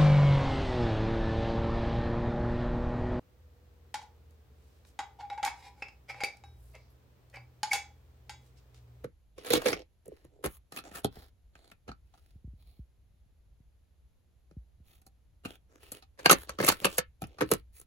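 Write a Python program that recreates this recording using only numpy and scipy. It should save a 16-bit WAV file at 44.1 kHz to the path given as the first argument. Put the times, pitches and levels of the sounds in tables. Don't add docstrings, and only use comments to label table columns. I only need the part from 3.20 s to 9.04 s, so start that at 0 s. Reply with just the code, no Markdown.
import sys
import numpy as np
from scipy import signal
from scipy.fft import rfft, irfft
from scipy.io import wavfile
from scipy.ndimage import uniform_filter1d

SR = 44100
rng = np.random.default_rng(int(sys.argv[2]) if len(sys.argv) > 2 else 0)


def master(y):
    cut = np.clip(np.atleast_2d(y).T, -1, 1)
    pcm = np.round(cut * 32767)
    wavfile.write(sys.argv[1], SR, pcm.astype(np.int16))


N = 257544


def amp(db):
    return 10 ** (np.asarray(db) / 20)

def unit_rms(x):
    return x / np.sqrt(np.mean(x ** 2) + 1e-20)

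def bins(size):
    return np.fft.rfftfreq(size, 1 / SR)

def arch(seconds):
    return np.hanning(max(int(seconds * SR), 16))

def curve_at(points, hz):
    f, value = np.transpose(points)
    return np.interp(np.log(hz + 1), np.log(f + 1), value)

def add(mix, start, sound):
    part = mix[:, max(round(start * SR), 0):][:, :sound.shape[-1]]
    part += sound[..., :part.shape[1]]

def colour(x, db):
    return irfft(rfft(x) * amp(db), x.shape[-1])

def stereo_noise(size, coherence):
    mid, side = rfft(rng.standard_normal((2, size)))
    coherence = np.clip(coherence, -1, 1)
    mid, side = mid * np.sqrt((1 + coherence) / 2), side * np.sqrt((1 - coherence) / 2)
    return irfft(np.array([mid + side, mid - side]), size)

def drift(size, span):
    lowpass_db = -20 * np.log10(1 + (2 * np.pi * span * bins(size)) ** 2)
    return unit_rms(colour(rng.standard_normal(size), lowpass_db))

def waver(size, hz, depth_hz, span):
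    cycles = np.cumsum(hz + depth_hz * drift(size, span)) / SR
    return np.sqrt(2) * np.sin(2 * np.pi * (cycles + rng.random()))


HUM_TONES_HZ = [61.5, 78.5, 122.5]
# time in seconds, then nominal levels of the low, middle and high tones in dB.
HUM_LEVELS = [(0.0, -77, -87, -76), (0.21, -63, -56.5, -68.5), (1.61, -66.5, -65.5, -73.5),
              (1.98, -63, -68, -66.5), (2.07, -67, -64, -67.5), (2.81, -61, -73, -72),
              (2.94, -62, -73, -55.5), (3.11, -71, -81, -71.5), (3.28, -68, -52.5, -61),
              (3.42, -55, -63.5, -60.5), (4.02, -71.5, -74.5, -70.5), (4.2, -62, -69, -53),
              (4.42, -85, -76, -64.5), (4.6, -67.5, -59.5, -67.5), (5.77, -60, -66, -57.5),
              (5.84, -54.5, -63, -66)]

def hum(gain_db=-0.5, flutter_db=2):
    times, *levels = np.transpose(HUM_LEVELS)
    t = np.arange(N) / SR
    out = np.zeros(N)
    for hz, db in zip(HUM_TONES_HZ, levels):
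        envelope = amp(gain_db + np.interp(t, times, db) + flutter_db * drift(N, span=0.04))
        out += envelope * waver(N, hz, depth_hz=1.8, span=0.08)
    return out

# time in seconds, frequency in Hz, level in dB.
WHINE_GLIDE = [(0, 495.7, -77), (.7, 481.3, -74), (1.1, 450, -75.5), (2, 440, -82)]

def whine():
    times, hz, db = np.transpose(WHINE_GLIDE)
    t = np.arange(N) / SR
    return amp(np.interp(t, times, db)) * waver(N, np.interp(t, times, hz), depth_hz=14, span=0.0049)

# frequency in Hz, relative spectral density of the room noise in dB.
AMBIENT_SPECTRUM = [(20, -37.5), (40, -24), (70, -7.5), (130, -19), (200, -21), (300, -23.5), (430, -23.5),
                    (600, -26.5), (1000, -32.5), (1600, -37.5), (4000, -43.5), (10500, -52.5),
                    (14000, -46.5), (16000, -47.5)]
# frequency in Hz, coherence between the ears from 0 to 1.
AMBIENT_COHERENCE = [(50, 1), (150, 0.55), (400, 0.55), (1000, 0.075), (4000, 0.1), (15000, 0.071)]

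def ambient_noise(dull_db=-71, hiss_db=-68):
    hz = bins(N)
    noise = colour(stereo_noise(N, curve_at(AMBIENT_COHERENCE, hz)), curve_at(AMBIENT_SPECTRUM, hz))
    reference_band = colour(noise, np.where((hz > 160) & (hz < 600), 0, -100))
    noise /= np.std(reference_band)
    dull = colour(noise, -10 * np.log10(1 + (hz / 900) ** 4))
    return amp(dull_db) * dull + amp(hiss_db) * (noise - dull)


def ring(modes_hz, modes, tilt, hold, rise=0.001, scatter_db=1, spread=0.5):
    hz, db, t60 = np.column_stack([modes_hz, modes]).T[:, :, None]
    t = np.arange(SR // 3) / SR
    share, turn = rng.standard_normal((2, len(hz), 1))
    weights = amp(db + scatter_db * share + tilt * np.log2(hz / 2000))
    waves = weights * np.exp((2j * np.pi * hz - np.log(1000) / (t60 * hold)) * t)
    ear_phase = np.exp(1j * spread * turn * np.sqrt(hz / 10000))
    both = np.array([(waves * ear_phase).sum(0).imag, (waves / ear_phase).sum(0).imag])
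    return both * (1 - np.exp(-t / rise)) * np.sqrt(2 / np.sum(weights ** 2))

def dense_modes(size, spectrum, centres_hz, tilt, cluster_db=12, width_hz=41):
    hz = bins(size)
    noise = stereo_noise(size, coherence=1 - 0.58 * (hz / 10000) ** 0.96)
    share = rng.uniform(0.25, 1, len(centres_hz))
    crowding = np.max(share / (1 + (2 * (hz[:, None] - centres_hz) / width_hz) ** 2), axis=1)
    hardness_db = tilt * np.log2(np.maximum(hz, 1000) / 2000)
    return unit_rms(colour(noise, curve_at(spectrum, hz) + cluster_db * crowding + hardness_db))

def clack_envelope(t60):
    t = np.arange(8192) / SR
    return amp(-60 * t / t60) * (1 - np.exp(-t / 0.000067))

# frequency in Hz, relative level of the shell in dB.
SHELL_SPECTRUM = [(100, -25), (250, -9), (380, -14), (520, -3), (800, -10.5), (1150, -2.5), (1500, -0.5),
                  (2300, -2), (3000, -4), (4200, 0), (6000, -3.5), (9500, -9), (13000, -16), (16000, -27.5)]

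def shell(size, tilt):
    return dense_modes(size, SHELL_SPECTRUM, BLADE_MODES_HZ, tilt)

# frequency in Hz, relative level of the cone in dB.
CONE_SPECTRUM = [(100, -27), (200, -9.5), (350, -15.5), (500, 1), (800, -4.5), (1150, -9), (1700, -6.5),
                 (2250, 0), (3000, -6.5), (4100, -18.5), (5000, -6.5), (7000, -34), (11000, -21.5),
                 (16000, -36.5)]

def cone(size, tilt):
    return dense_modes(size, CONE_SPECTRUM, DRUM_MODES_HZ, tilt)

CAVITY_MODES_HZ = [809, 868]
# that mode's relative level in dB, nominal T60 in seconds.
CAVITY_MODES = [(2, 0.058), (-4, 0.043)]
# time in seconds, factor on the air modes' frequencies.
CAVITY_TUNING = [(.8, 1.06), (1.8, 1.02), (3.3, 0.99), (4.17, 0.98), (4.43, 1.057), (4.55, 1), (5.1, 1.04)]

def barrel_air(start):
    hz = np.multiply(CAVITY_MODES_HZ, np.interp(start, *np.transpose(CAVITY_TUNING)))
    return ring(hz, CAVITY_MODES, tilt=0, hold=0.79, rise=0.0051, scatter_db=3, spread=0.27)

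DRUM_MODES_HZ = [1857, 2099, 2186, 2283, 2406, 2611, 4730, 5150, 5927, 6481, 8590, 13610]
# that mode's relative level in dB, nominal T60 in seconds.
DRUM_MODES = [(-9, 0.07), (-4.5, .12), (8, 0.071), (-2, 0.17), (3.5, 0.035), (-5, 0.14), (-9.5, 0.15),
              (-15.5, .07), (-20, .15), (-23.5, .2), (-11.5, 0.081), (-20.5, .11)]

def drum(tilt, hold, scatter_db, spread):
    return ring(DRUM_MODES_HZ, DRUM_MODES, tilt, hold, scatter_db=scatter_db, spread=spread)

BLADE_MODES_HZ = [1005, 1430, 1577, 1885, 2045, 2262, 2821, 3090, 3348, 3405, 3700, 3828, 4387, 4760, 5033,
                  5450, 6515, 6766, 7301, 7520, 8808, 9562, 10717, 14652]
# that mode's relative level in dB, nominal T60 in seconds.
BLADE_MODES = [(-8, .13), (0, .12), (-2, .16), (0, .11), (1, .17), (-2, .22), (-3, .15), (-5, .13),
               (-7.5, .38), (-9, .3), (0, .075), (-5, .22), (-10, .14), (-5, .16), (-6, .12), (-14, .28),
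               (-6, .2), (-5, .14), (-4, .19), (-5, .2), (-4, .13), (-6, .12), (-9, .13), (-16, .12)]

def blades(tilt, hold):
    return ring(BLADE_MODES_HZ, BLADE_MODES, tilt, hold, rise=0.0013)

def coupling(force_db, tilt, steel):
    air_db = force_db + 7.5 - 1.07 * tilt - 4.5 * steel
    drum_db = force_db - 20 + 30.5 * steel
    return air_db, drum_db

# start in seconds, force in dB, hardness as treble tilt in dB per octave,
# steel share from 0 (plastic wall) to 1 (drum's cone), looseness from 0 (gripped) to 1 (free).
IMPACTS = [ (0.742, -31.5, -1, 0.042, 0.57), (0.754, -41, -3.5, 0.27, 0.56), (0.817, -52.5, -3, 0.22, 0.31),
           (1.790, -33.5, -4.5, 0.26, 0.68), (1.804, -38.5, -6, 0.095, 0.28),
           (2.008, -53.5, -5, 0.58, 0.82), (2.051, -62, -5, 1, 0), (2.1005, -43, -6, 0.72, 0.44),
           (2.128, -52, -5, 0.66, 0.85), (2.177, -50, -5, 0.74, 0.92), (2.2294, -34.5, -3, 0.43, 0.89),
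           (2.2493, -30, 4, 0.64, 0.28), (2.264, -41, 9, 0, 0.39), (2.276, -40, 1.5, .1, 0.044),
           (2.6224, -43, -5.5, 0.89, 0.42), (2.6845, -54, -1.5, 0.86, 0), (2.8985, -48, -5.5, .85, 0.74),
           (2.945, -51, -7.5, 0.88, .2), (3.005, -46.5, -2.5, 0.99, 1), (3.036, -32.5, 1, 0.94, 0.091),
           (3.046, -38.5, 5, 0.83, 0.049), (3.2375, -51, -4.5, 0.55, 0.16), (3.551, -53.5, 0.5, 0.16, 0.32),
           (4.145, -56, -4.5, 1, 0), (4.158, -53, 1, .9, .1), (4.170, -49.5, -6.5, 1, 0),
           (4.4314, -25.5, -1.5, .3, 0.45), (4.5319, -23, 2, 0.37, 0.59), (4.548, -40, 3, 0.76, 1),
           (5.0949, -41, -0.5, 0.33, 0.84)]

def knocks(clack_t60=0.053, hold_gripped=0.37, hold_free=1.22):
    out = np.zeros((2, N))
    for start, force_db, tilt, steel, loose in IMPACTS:
        air_db, drum_db = coupling(force_db, tilt, steel)
        blade_db = force_db - 24.5 + 22.5 * loose
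        hold = hold_gripped * (hold_free / hold_gripped) ** loose
        decay = clack_envelope(clack_t60 * hold)
        add(out, start, amp(force_db) * decay * shell(len(decay), tilt))
        add(out, start, amp(drum_db - 3.5) * decay * cone(len(decay), tilt))
        add(out, start, amp(air_db) * barrel_air(start))
        add(out, start, amp(drum_db - 2) * drum(tilt, 1.3 * hold, scatter_db=1.6, spread=0.72))
        add(out, start, amp(blade_db) * blades(tilt, hold))
    return out

# start and length in seconds, force in dB, tilt in dB per octave, steel share from 0 to 1.
DRUM_SLIDES = [ (0.796, 0.043, -59, -2, 0.06), (1.981, 0.043, -55, -5, 0), (2.237, 0.0572, -40, -2.5, 0.36),
               (2.301, 0.21, -67.5, 1, 0.55), (2.40, .11, -59.5, 0, 0.49), (2.533, 0.13, -71.5, -0.5, 0.52),
               (2.875, 0.045, -54.5, -1, 0.87), (2.91, 0.17, -62.5, -3, 0.68), (3.53, 0.04, -68.5, -5, 1),
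               (4.124, 0.042, -66.5, -4, 0.99), (4.495, 0.084, -40.5, 2.5, 0.52)]

def scrapes(slips_per_second=2500):
    out = np.zeros((2, N))
    decay = np.exp(-np.arange(2048) / SR / 0.0097)
    for start, length, force_db, tilt, steel in DRUM_SLIDES:
        air_db, drum_db = coupling(force_db, tilt, steel)
        stroke = arch(length)
        size = len(stroke)
        slips = rng.standard_normal(size) * (rng.random(size) < slips_per_second / SR) * stroke
        responses = [(force_db, decay * shell(len(decay), tilt)),
                     (drum_db + 4.5, decay * cone(len(decay), tilt)),
                     (air_db - 2, barrel_air(start)),
                     (drum_db - 2, drum(tilt, hold=1, scatter_db=2, spread=0.5))]
        for db, response in responses:
            sound = signal.fftconvolve(slips[None], response, axes=1)
            to_stroke_energy = np.sqrt(2 * np.sum(stroke ** 2) / (np.sum(sound ** 2) + 1e-20))
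            add(out, start, amp(db) * to_stroke_energy * sound)
    return out

# start in seconds, level in dB, treble tilt in dB per octave.
SHELL_TICKS = [(1.108, -63, 10), (1.650, -55, -2.5), (3.17, -55, 6), (4.099, -60.5, 4), (5.545, -54.5, -1)]

def ticks():
    out, decay = np.zeros((2, N)), clack_envelope(t60=0.018)
    for start, db, tilt in SHELL_TICKS:
        add(out, start, amp(db) * decay * shell(len(decay), tilt))
    return out

# start and length in seconds, level in dB, band centre in Hz, width in octaves.
GLOVE_SLIDES = [(1.246, .5, -78, 4000, 1.3), (1.636, 0.1, -69.5, 5970, 1), (3.289, 0.35, -72.5, 10200, 0.6),
                (3.374, 0.43, -77, 4600, 0.34), (3.68, .07, -75, 11600, 0.14),
                (5.185, 0.15, -73.5, 4840, 1.2), (5.353, 0.06, -68.5, 4030, 0.81),
                (5.527, 0.082, -67.5, 3570, 0.86)]

def gloves():
    out = np.zeros((2, N))
    for start, length, db, hz, octaves in GLOVE_SLIDES:
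        swell = arch(length)
        size = len(swell)
        band_db = -4.3 * (np.log2((bins(size) + 1) / hz) / octaves) ** 2
        grain = amp(2.4 * unit_rms(uniform_filter1d(rng.standard_normal(size), 200)))
        hiss = colour(stereo_noise(size, coherence=0.2), band_db)
        add(out, start, amp(db) * swell * unit_rms(grain * hiss))
    return out

def friction_tone(length, hz, db):
    swell = arch(length)
    return amp(db) * swell * waver(len(swell), hz, depth_hz=6 * (hz / 800) ** 1.5, span=0.0012)

# start and length in seconds, frequency in Hz, level in dB.
BARREL_GROANS = [(1.812, 0.038, 818.5, -42), (1.996, 0.094, 817.4, -42.5), (2.104, 0.045, 817.5, -37),
                 (2.174, 0.021, 870, -36), (2.193, 0.019, 837, -37), (2.229, 0.025, 834, -28.5),
                 (2.265, .04, 951, -41.5), (2.415, 0.13, 981, -60.5), (3.005, 0.033, 813.5, -37.5)]

def groans():
    out = np.zeros((2, N))
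    for start, length, hz, db in BARREL_GROANS:
        add(out, start, friction_tone(length, hz, db))
    return out

RIM_MODES_HZ = [1581, 3828, 5491, 7542, 9846]
# that mode's relative level in dB, nominal T60 in seconds.
RIM_MODES = [(-4.5, 0.26), (1, 0.27), (-8.5, 0.37), (-7, 0.099), (-15, 0.39)]
# start in seconds, level in dB, factor on T60.
RIM_FLICKS = [(2.1, -50, 0.16), (3.2385, -61.5, 1)]

def rim_tings():
    out = np.zeros((2, N))
    for start, db, hold in RIM_FLICKS:
        add(out, start, amp(db) * ring(RIM_MODES_HZ, RIM_MODES, tilt=0, hold=hold, scatter_db=1.5))
    return out

# start in seconds, then frequency in Hz and level in dB of the lower and of the upper tone.
STEEL_SQUEALS = [(2.274, 2257, -36, 5150, -69), (2.619, 2575, -34, 5180, -49), (2.68, 2690, -51, 5090, -58),
                 (2.893, 2280, -43.5, 4750, -52), (3.009, 2194, -37.5, 4780, -45),
                 (3.036, 2281, -31, 4765, -38), (4.157, 2286, -46, 4774, -57),
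                 (4.510, 2250, -24.5, 8700, -53.5)]

def squeals(length_s=0.018, chatter_db=3.5):
    out = np.zeros((2, N))
    for start, low_hz, low_db, high_hz, high_db in STEEL_SQUEALS:
        tones = friction_tone(length_s, low_hz, low_db) + friction_tone(length_s, high_hz, high_db)
        chatter = unit_rms(amp(chatter_db * drift(len(tones), span=0.00075)))
        add(out, start, tones * chatter)
    return out

# frequency in Hz, reverberation time T60 in seconds.
ROOM_T60 = [(150, 0.089), (800, 0.33), (2500, 0.25), (6000, 0.27), (14000, 0.14)]

def room(direct, tail_db=-8, early_db=-19):
    size = SR * 3 // 4
    coherence = curve_at([(200, 1.0), (900, 0.82), (2500, 0.52), (8000, 0.14)], bins(size))
    hz, t, bands = signal.stft(stereo_noise(size, coherence), SR, nperseg=256)
    tail = signal.istft(bands * amp(-60 * t / curve_at(ROOM_T60, hz)[:, None]), SR, nperseg=256)[1]
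    tail *= np.clip((np.arange(tail.shape[1]) / SR - 0.004) / 0.0038, 0, 1)
    response = amp(tail_db) * tail / np.linalg.norm(tail[0])
    for k, delay in enumerate([0.0013, 0.0037, 0.0062, 0.0112]):
        response[:, round(delay * SR)] += amp(early_db - 0.42 * k)
    return direct + signal.fftconvolve(direct, response, axes=1)[:, :N]

# frequency in Hz, level of the left ear over the right in dB.
BALANCE = [(200, -1), (700, 0.5), (1500, -0.5), (4500, 0), (8000, -0.5), (14000, -3.5)]

def scene():
    handling = room(knocks() + ticks() + rim_tings() + scrapes() + groans() + squeals() + gloves())
    ear_db = curve_at(BALANCE, bins(N)) * np.array([[0.5], [-0.5]])
    return colour(handling, ear_db) + hum() + whine() + ambient_noise()

def record(dry):
    lowpass = signal.firwin(511, 16000, window=("kaiser", 9), fs=SR)
    return signal.oaconvolve(dry, lowpass[None], "same")


dry = scene()
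out = record(dry)
master(out)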